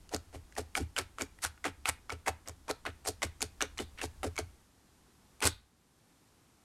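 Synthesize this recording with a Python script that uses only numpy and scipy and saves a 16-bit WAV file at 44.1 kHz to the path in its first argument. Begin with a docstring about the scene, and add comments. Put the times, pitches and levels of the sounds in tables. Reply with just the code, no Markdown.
"""Poking a slab of slime

Fingertips poke a thick slab of slime on a table, about five times a second, then pull free in a rush.
Each smack and burst is a spit of noise with damped sines; squeezed air is a stream of ringing cavities
whose note sinks amid swelling crackle and fizz. Single bubbles pop, and the push thumps the table as two
low modes. The table top rings along in a small, quiet room with a little rumble and hiss, heard close by."""
import sys
import numpy as np
from scipy import signal
from scipy.fft import rfft, irfft, next_fast_len
from scipy.io import wavfile
from scipy.ndimage import uniform_filter1d

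SR = 44100
rng = np.random.default_rng(int(sys.argv[2]) if len(sys.argv) > 2 else 0)


def persist_wave(psi):
    """Save psi, clipped to +-1, as 16-bit WAV."""
    counts = np.round(np.clip(psi, -1, 1) * 32767).astype(np.int16)
    wavfile.write(sys.argv[1], SR, np.atleast_2d(counts).T)


N = 292813  # length in samples

# Event levels below are those of the sources, ahead of fixed gains, the table top and the room.
# A finger meets the slime, squeezes a pocket of air and bursts it; from 5.4 s the fingers pull free in turn.
# Each row: smack in seconds, burst in seconds, stroke in seconds, smack in dB, smack in Hz, snap in dB,
# snap in Hz, air pocket in dB, pocket in Hz, crackle in dB, fizz in dB, thump in dB.
POKE_EVENTS = [(0.1153, 0.1459, 0.058, -51, 900, -21.5, 6390, -33.5, 490, -41.5, -44, -36.5),
               (0.329, 0.347, 0.066, -54, 970, -58, 6400, -47, 502, -53, -55, -38),
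               (0.5652, 0.582, 0.062, -37.5, 1860, -34.5, 7000, -34.5, 687, -42, -40.5, -36.5),
               (0.7525, 0.776, 0.045, -20, 2320, -53, 8250, -34.5, 710, -37, -33.5, -42),
               (0.781, 0.803, 0.074, -47, 600, -62, 8000, -36.5, 310, -50.5, -50, -27.5),
               (0.9645, 0.9865, 0.067, -24.5, 3000, -19.5, 8040, -37, 660, -34, -39, -38.5),
               (1.1847, 1.2197, 0.066, -32, 1250, -24.5, 6840, -37.5, 456, -40, -42.5, -43.5),
               (1.422, 1.449, 0.058, -54, 7500, -27, 8760, -48.5, 740, -32.5, -30, -40.5),
               (1.6424, 1.6535, 0.068, -27, 2000, -39, 6300, -35, 575, -33, -41, -41.5),
               (1.8562, 1.8951, 0.042, -21, 2530, -23, 8930, -44, 906, -29.5, -33.5, -36.5),
               (2.0956, 2.1236, 0.061, -32.5, 1260, -37, 6000, -42, 660, -41.5, -51.5, -37.5),
               (2.2627, 2.2811, 0.043, -33.5, 2100, -33, 7470, -28.5, 866, -33, -34, -36.5),
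               (2.459, 2.485, 0.075, -53, 2020, -28, 6070, -50, 565, -50.5, -58, -40.5),
               (2.6814, 2.7037, 0.041, -35.5, 650, -48, 5530, -30, 602, -38, -41.5, -47),
               (2.8527, 2.8648, 0.05, -32, 1080, -58, 5950, -38.5, 830, -33.5, -48, -39.5),
               (3.051, 3.086, 0.067, -37.5, 8200, -21.5, 8130, -35.5, 533, -47, -36.5, -38.5),
               (3.22, 3.2325, 0.049, -25.5, 2020, -27, 5300, -34.5, 540, -34.5, -37, -34),
               (3.4068, 3.426, 0.057, -34, 6800, -16.5, 6500, -40.5, 460, -42.5, -41, -38),
               (3.6074, 3.6234, 0.055, -22.5, 1650, -18.5, 5780, -37.5, 575, -35, -44, -42),
               (3.7891, 3.8, 0.053, -27, 2960, -49, 6170, -35.5, 432, -42.5, -43.5, -40.5),
               (3.976, 3.986, 0.087, -47, 2330, -60, 4400, -44.5, 2700, -54.5, -59, -56),
               (4.0152, 4.039, 0.053, -25.5, 2660, -52, 6800, -37.5, 445, -40.5, -38, -36),
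               (4.2314, 4.238, 0.093, -27, 750, -43, 8700, -34, 603, -45, -45.5, -32),
               (4.3786, 4.3884, 0.038, -24.5, 2230, -25.5, 6010, -34, 640, -39.5, -41.5, -35.5),
               (5.4162, 5.4277, 0.041, -36.5, 800, -41, 8520, -35, 684, -31, -38, -27),
               (5.432, 5.454, 0.072, -35.5, 1490, -29.5, 7700, -32, 528, -32, -28, -44),
               (5.46, 5.4733, 0.023, -26, 2490, -13.5, 6400, -42.5, 694, -30, -28, -47)]
# Single bubbles that stand out. Each row: start in seconds, ring in dB, ring in Hz, spit in dB.
BUBBLE_POPS = [(0.092, -49, 2900, -43.5), (0.138, -31.5, 820, -36), (0.163, -37.5, 1360, -29),
               (0.524, -47.5, 1970, -54), (0.5525, -51, 2500, -47), (0.7686, -38, 795, -32),
               (0.9705, -31, 2480, -42), (0.9795, -25.5, 1530, -28), (1.2101, -27, 2310, -41),
               (1.388, -45, 1930, -56), (1.431, -51, 3130, -31), (1.439, -31, 1630, -25),
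               (1.577, -51.5, 1460, -64), (1.8895, -24, 940, -20), (2.1025, -26.5, 2240, -39),
               (2.2743, -27, 785, -46), (2.291, -30, 760, -35), (2.4756, -39, 644, -37.5),
               (2.4947, -41, 1040, -37), (2.7108, -26, 780, -27), (3.0593, -33, 640, -46),
               (3.0741, -31.5, 1240, -24.5), (3.2286, -24, 2040, -27.5), (3.4189, -30, 2490, -21),
               (3.6156, -24.5, 2900, -27), (3.7748, -41, 2380, -46), (3.7805, -36.5, 4170, -34.5),
               (4.3577, -46, 2340, -47), (4.365, -40, 2240, -37.5), (5.4044, -41, 2350, -36.5),
               (5.4242, -23.5, 2540, -26.5), (5.4594, -27, 840, -30.5)]
# Course of the background. Each row: time in seconds, rumble of the handled table in dB, room hiss in dB.
BACKGROUND_LEVELS = [(0, -58, -64), (2.4, -63, -65.5), (4.4, -54, -62.5), (4.7, -74, -66.5),
                     (5.35, -72.5, -65), (5.52, -52.5, -68.5), (5.749, -82.5, -70.5), (6.1, -82, -66.5)]
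# Thin hiss that lingers after a few of the squelches. Each row: start in seconds, level in dB.
LINGERING_HISS = [(3.63, -60.5), (3.8, -53.5), (5.48, -46)]

# Spectrum of the room hiss. Each row: frequency in Hz, relative density in dB per Hz.
HISS_SPECTRUM = [(32, -31.5), (55, -1), (205, -2.5), (265, -3.5), (298, -4.5), (588, -14), (780, -11),
                 (2410, -19.5), (8740, -20.5), (13300, -26.5), (15000, -50.5)]
# Spectrum of the table's rumble. Each row: frequency in Hz, relative density in dB per Hz.
RUMBLE_SPECTRUM = [(15, -3.5), (30, 1), (50, 3), (80, 4.5), (115, -15), (170, -19.5), (400, -47.5)]
# Spectrum of the slime's crackle. Each row: frequency in Hz, relative level in dB.
CRACKLE_SPECTRUM = [(200, -40), (500, -7.5), (900, -1.5), (1500, 2), (2400, 3), (3400, -2), (5000, -10),
                    (10000, -34)]
# Spectrum of the slime's brighter fizz. Each row: frequency in Hz, relative level in dB.
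FIZZ_SPECTRUM = [(1000, -24), (3000, -9), (4500, 1), (6500, 0), (8500, 1.5), (10500, -3.5), (13000, -10.5),
                 (16000, -30)]
# Decay of the room. Each row: frequency in Hz, time to fall 60 dB in seconds.
ROOM_DECAY = [(100, 0.094), (500, 0.19), (1500, 0.3), (4000, 0.22), (8000, 0.16), (15000, 0.21)]
# Colour of the room. Each row: frequency in Hz, relative level in dB.
ROOM_COLOUR = [(100, -12), (500, -1), (1500, -3.5), (4000, 1.5), (8000, -3), (15000, -3.5)]
# Resonances of the table top. Each row: frequency in Hz, width in Hz, level in dB.
TABLE_TOP_MODES = [(274, 34, 1.5), (424.3, 22, -1.5), (764, 34, -2.5), (877, 13, -5), (1319, 13, -1),
                   (1460, 28, -8.5), (2230, 36, -4.5), (2826, 42, -14.5)]

TOP_HZ = 15900  # upper limit of the sound's band
POP_T60_S = 0.016  # 60 dB decay of a bubble that rings at least as loud as it spits
TAUT_DB = 21.5  # a tauter skin spits this much more than it rings and dies twice as fast
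SPIT_SCATTER = 0.0957  # scatter in log pitch of the snaps within one poke
SMACK_SPIT_DB = -10.5  # a smack's spit over its ring
BURST_RING_DB, BURST_OVER_POCKET = 6, 2.1  # the burst's ring over the crackle, its pitch over the pocket's
SWELL_SHARE = 1.19  # the swell's length over the squeeze's
MIN_FADE_S = 0.01  # a poke fades 20 dB in the rest of its stroke, or in this at least
SINK_SHARE = 0.58  # the pocket's note sinks an octave in this share of the stroke
AHEAD_S = 0.002  # the crackle starts about this long before the smack
THUMP_HZ, THUMP_LAG_S = 81.8, 0.0283  # the boom's middle pitch, and its lag behind the smack


def amp(db):
    """Level law: decibels to an amplitude ratio."""
    return 10 ** (np.asarray(db) / 20)


def unit(x):
    """Normalisation: scale to rms 1."""
    return x / np.sqrt(np.mean(x ** 2) + 1e-20)


def decay(t, t60):
    """Exponential damping: a fall of 60 dB in every t60."""
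    return 1000 ** (-t / t60)


def onset(t, time_constant):
    """Exponential build-up towards 1."""
    return 1 - np.exp(-t / time_constant)


def sine(turns):
    """Simple harmonic motion, its phase in turns."""
    return np.sin(2 * np.pi * turns)


def along(points, hz):
    """Interpolation of (Hz, value) points on a log frequency axis."""
    f, v = np.transpose(points)
    return np.interp(np.log(hz + 1), np.log(f + 1), v)


def add(track, s, sound):
    """Superposition: mix a sound into the track from s seconds on."""
    i = max(round(s * SR), 0)
    part = track[i:i + len(sound)]
    part += sound[:len(part)]


def coloured(x, spectrum, size=8192):
    """Minimum-phase filtering: folding the cepstrum makes the given spectrum causal."""
    log_gain = np.log(amp(along(spectrum, np.fft.rfftfreq(size, 1 / SR))))
    cepstrum = irfft(log_gain)
    cepstrum[1:size // 2] *= 2
    cepstrum[size // 2 + 1:] = 0
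    impulse_response = irfft(np.exp(rfft(cepstrum)))
    return signal.fftconvolve(x, impulse_response)[:len(x)]


def noise(spectrum):
    """Stationary random noise, shaped by a spectrum, of rms 1."""
    return unit(coloured(rng.standard_normal(N), spectrum))


def wobble(rate):
    """Slow random fluctuation: straight lines between random knots, rate of them a second."""
    knots = rng.standard_normal(N // 8)
    return np.interp(np.arange(N) * rate / SR, np.arange(len(knots)), knots)


def background():
    """Steady noise under slow level curves: room hiss, and the table's rumble under the working hands."""
    s, *levels = np.transpose(BACKGROUND_LEVELS)
    rumble_db, hiss_db = [np.interp(np.arange(N) / SR, s, level) for level in levels]
    return amp(rumble_db) * noise(RUMBLE_SPECTRUM) + amp(hiss_db) * noise(HISS_SPECTRUM)


def bursting():
    """Impulsive events: single bubbles, then each poke's smack and burst (s, ring dB, ring Hz, spit dB)."""
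    yield from BUBBLE_POPS
    for touch, s, _, smack_db, smack_hz, snap_db, _, _, pocket_hz, crackle_db, *_ in POKE_EVENTS:
        yield touch, smack_db, smack_hz, smack_db + SMACK_SPIT_DB
        yield s, crackle_db + BURST_RING_DB, pocket_hz * BURST_OVER_POCKET, snap_db


def pops(partner_hz=1400, partner_db=-5, crack_db=-7, hiss_db=-4, snap_db=4, snap_life=0.63, attack=0.00021):
    """Damped resonance: a skin snaps with a bright spit; its cavity and a neighbour ring for a few cycles."""
    out, t = np.zeros(N), np.arange(SR // 20) / SR
    hiss, crack = noise(FIZZ_SPECTRUM), noise(CRACKLE_SPECTRUM)
    # the wet skin never holds a steady pitch (phase in radians)
    waver = 1.3 * wobble(2500)
    for s, ring_db, ring_hz, spit_db in bursting():
        t60 = POP_T60_S * 2 ** (-max(spit_db - ring_db, 0) / TAUT_DB)
        # all snaps of one poke come from the same skin
        nearest_poke = min(POKE_EVENTS, key=lambda poke: abs(poke[1] - s))
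        spit_hz = nearest_poke[6] * np.exp(rng.normal(0, SPIT_SCATTER))
        neighbour_hz = partner_hz * np.exp(rng.normal(0, 0.22))
        start = round(s * SR)
        here = slice(start, start + len(t))
        ring = sine(ring_hz * t) + amp(partner_db) * sine(neighbour_hz * t)
        # the snap's own decay multiplies that of the whole pop
        snap = amp(snap_db) * np.sin(2 * np.pi * spit_hz * t + waver[here]) * decay(t, snap_life * t60)
        cavity = amp(ring_db) * (ring + amp(crack_db) * crack[here])
        spit = amp(spit_db) * (amp(hiss_db) * hiss[here] + snap)
        add(out, s, (cavity + spit) * decay(t, t60) * onset(t, attack))
    return out


def grains(spectrum, rate, spread_db):
    """Shot noise: a random stream of tiny bursts of uneven size, rms 1."""
    sizes = amp(spread_db * np.minimum(rng.exponential(size=N), 3)) * rng.choice([-1, 1], N)
    struck = rng.random(N) < rate / SR
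    return unit(coloured(sizes * struck, spectrum))


def swell(t, rise, fall):
    """Exponential growth and decay of the air flow around t = 0; rise and fall each span 20 dB."""
    return 10 ** -np.where(t < 0, -t / rise, t / fall)


def bubbles(note, rate, scatter, cycles, opening):
    """Cavity resonance: a random stream of small ringing cavities near the note (Hz per sample), rms near 1."""
    t = np.arange(SR // 40) / SR
    starts = np.flatnonzero(rng.random(len(note)) < rate / SR)
    pitch = (note[starts] * np.exp(scatter * rng.standard_normal(len(starts))))[:, None]
    push = rng.choice([-1, 1], pitch.shape) * np.sqrt(pitch)
    turns = pitch * t
    # decay and onset are counted in cycles
    rings = push * sine(turns) * decay(turns, cycles) * onset(turns, opening)
    places = starts[:, None] + np.arange(len(t))
    stream = unit(np.bincount(places.ravel(), rings.ravel(), len(note))[:len(note)])
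    # level out the random stream over short spans
    power = np.abs(uniform_filter1d(stream ** 2, SR // 80))
    return stream / np.sqrt(power + .05)


def gulps(u, hz, sink):
    """Cavity resonance: air leaves a pocket in small gulps, each ringing near the pocket's sinking note."""
    note = hz * 2 ** np.clip(-u / sink, -1.05, .5)
    return bubbles(note, rate=650, scatter=0.22, cycles=7.4, opening=0.22)


def squelches(pocket_lag=0.003, stop=0.047, foam_hz=1650, foam_db=-4, film_db=-4.0):
    """Cavity resonance and shot noise: pockets gulp air, foam bursts, slime films tear into crackle and fizz."""
    out, t = np.zeros(N), np.arange(N) / SR
    films = grains(CRACKLE_SPECTRUM, rate=2200, spread_db=2.0)
    fizz = grains(FIZZ_SPECTRUM, rate=2200, spread_db=2.5)
    # sticky films give way in little clusters
    clusters = unit(amp(2.67 * wobble(450)))
    for touch, s, stroke, *_, pocket_db, hz, crackle_db, fizz_db, _ in POKE_EVENTS:
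        rise = SWELL_SHARE * (s - touch)
        fall = max(stroke - rise, MIN_FADE_S)
        near = slice(max(round((s - .08) * SR), 0), round((s + .12) * SR))
        u = t[near] - s  # seconds from the burst
        # the noise lasts only while the finger is moving through the slime
        moving = 1 / (1 + (np.where(u < 0, u / (s - touch + AHEAD_S), u / stop)) ** 10)
        foam = bubbles(np.full(len(u), foam_hz), rate=600, scatter=0.394, cycles=18.0, opening=0.17)
        crackle = amp(foam_db) * foam + amp(film_db) * films[near]
        tearing = amp(crackle_db) * crackle + amp(fizz_db) * fizz[near]
        tearing = tearing * clusters[near] * swell(u, rise, fall)
        pocket = amp(pocket_db) * gulps(u, hz, SINK_SHARE * stroke) * swell(u - pocket_lag, rise, fall)
        out[near] += moving * (tearing + pocket)
    return out


def radiated(x, corner_hz=170):
    """Radiation efficiency: small cavities give off hardly any bass."""
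    return signal.sosfilt(signal.butter(2, corner_hz, "high", fs=SR, output="sos"), x)


def board(x):
    """Modal response: the table top answers the slime with a few hollow resonances."""
    m = next_fast_len(N + SR // 2)
    f = np.fft.rfftfreq(m, 1 / SR)
    response = 0
    for hz, width, db in TABLE_TOP_MODES:
        damping = 1j * f * width
        response = response + amp(db) * damping / (hz ** 2 - f ** 2 + damping)
    return irfft(rfft(x, m) * response, m)[:N]


def room(x, wet_db=-15, build=0.0024):
    """Reverberation: a short noise tail in which each frequency dies at its own speed."""
    hz, t, z = signal.stft(rng.standard_normal(SR // 3), SR, nperseg=256)
    fade = decay(t, along(ROOM_DECAY, hz)[:, None]) * onset(t, build)
    tail = signal.istft(z * fade, SR, nperseg=256)[1]
    tail = tail / np.linalg.norm(tail)
    return amp(wet_db) * coloured(signal.fftconvolve(x, tail)[:N], ROOM_COLOUR)


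def table(t60=0.17, attack=0.021, upper_hz=112, upper_db=-10, gain_db=7):
    """Modal excitation: the soft push of a finger sets two low modes of the table top booming briefly."""
    out, t = np.zeros(N), np.arange(SR // 2) / SR
    for touch, *_, db in POKE_EVENTS:
        boom_hz = THUMP_HZ * np.exp(rng.normal(0, 0.036))
        modes = sine(boom_hz * t) + amp(upper_db) * sine(upper_hz * t + rng.random())
        add(out, touch + THUMP_LAG_S, amp(db + gain_db) * modes * decay(t, t60) * onset(t, attack))
    return out


def after_hiss(t60=.28):
    """Exponentially decaying narrow noise: a thin hiss lingers after a few of the squelches."""
    level, t = np.zeros(N), np.arange(SR // 2) / SR
    # (Hz, relative dB)
    thin = noise([(2000, -34.0), (3100, -3.5), (3650, 11.5), (4700, 3.0), (5300, -16.5), (8000, -34)])
    for s, db in LINGERING_HISS:
        add(level, s, amp(db) * decay(t, t60))
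    return level * thin


def scene():
    """Superposition: slime through the table top and the room, with thumps, lingering hiss and background."""
    slime = radiated(squelches() + pops())
    slime = slime + board(slime)
    return (slime + room(slime) + table() + after_hiss() + background())[None]


def record(dry):
    """Band limitation: nothing sounds above the top frequency."""
    m = next_fast_len(N + SR // 2)
    kept = np.fft.rfftfreq(m, 1 / SR) < TOP_HZ
    return irfft(rfft(dry, m) * kept, m)[..., :N]


dry = scene()
out = record(dry)
persist_wave(out)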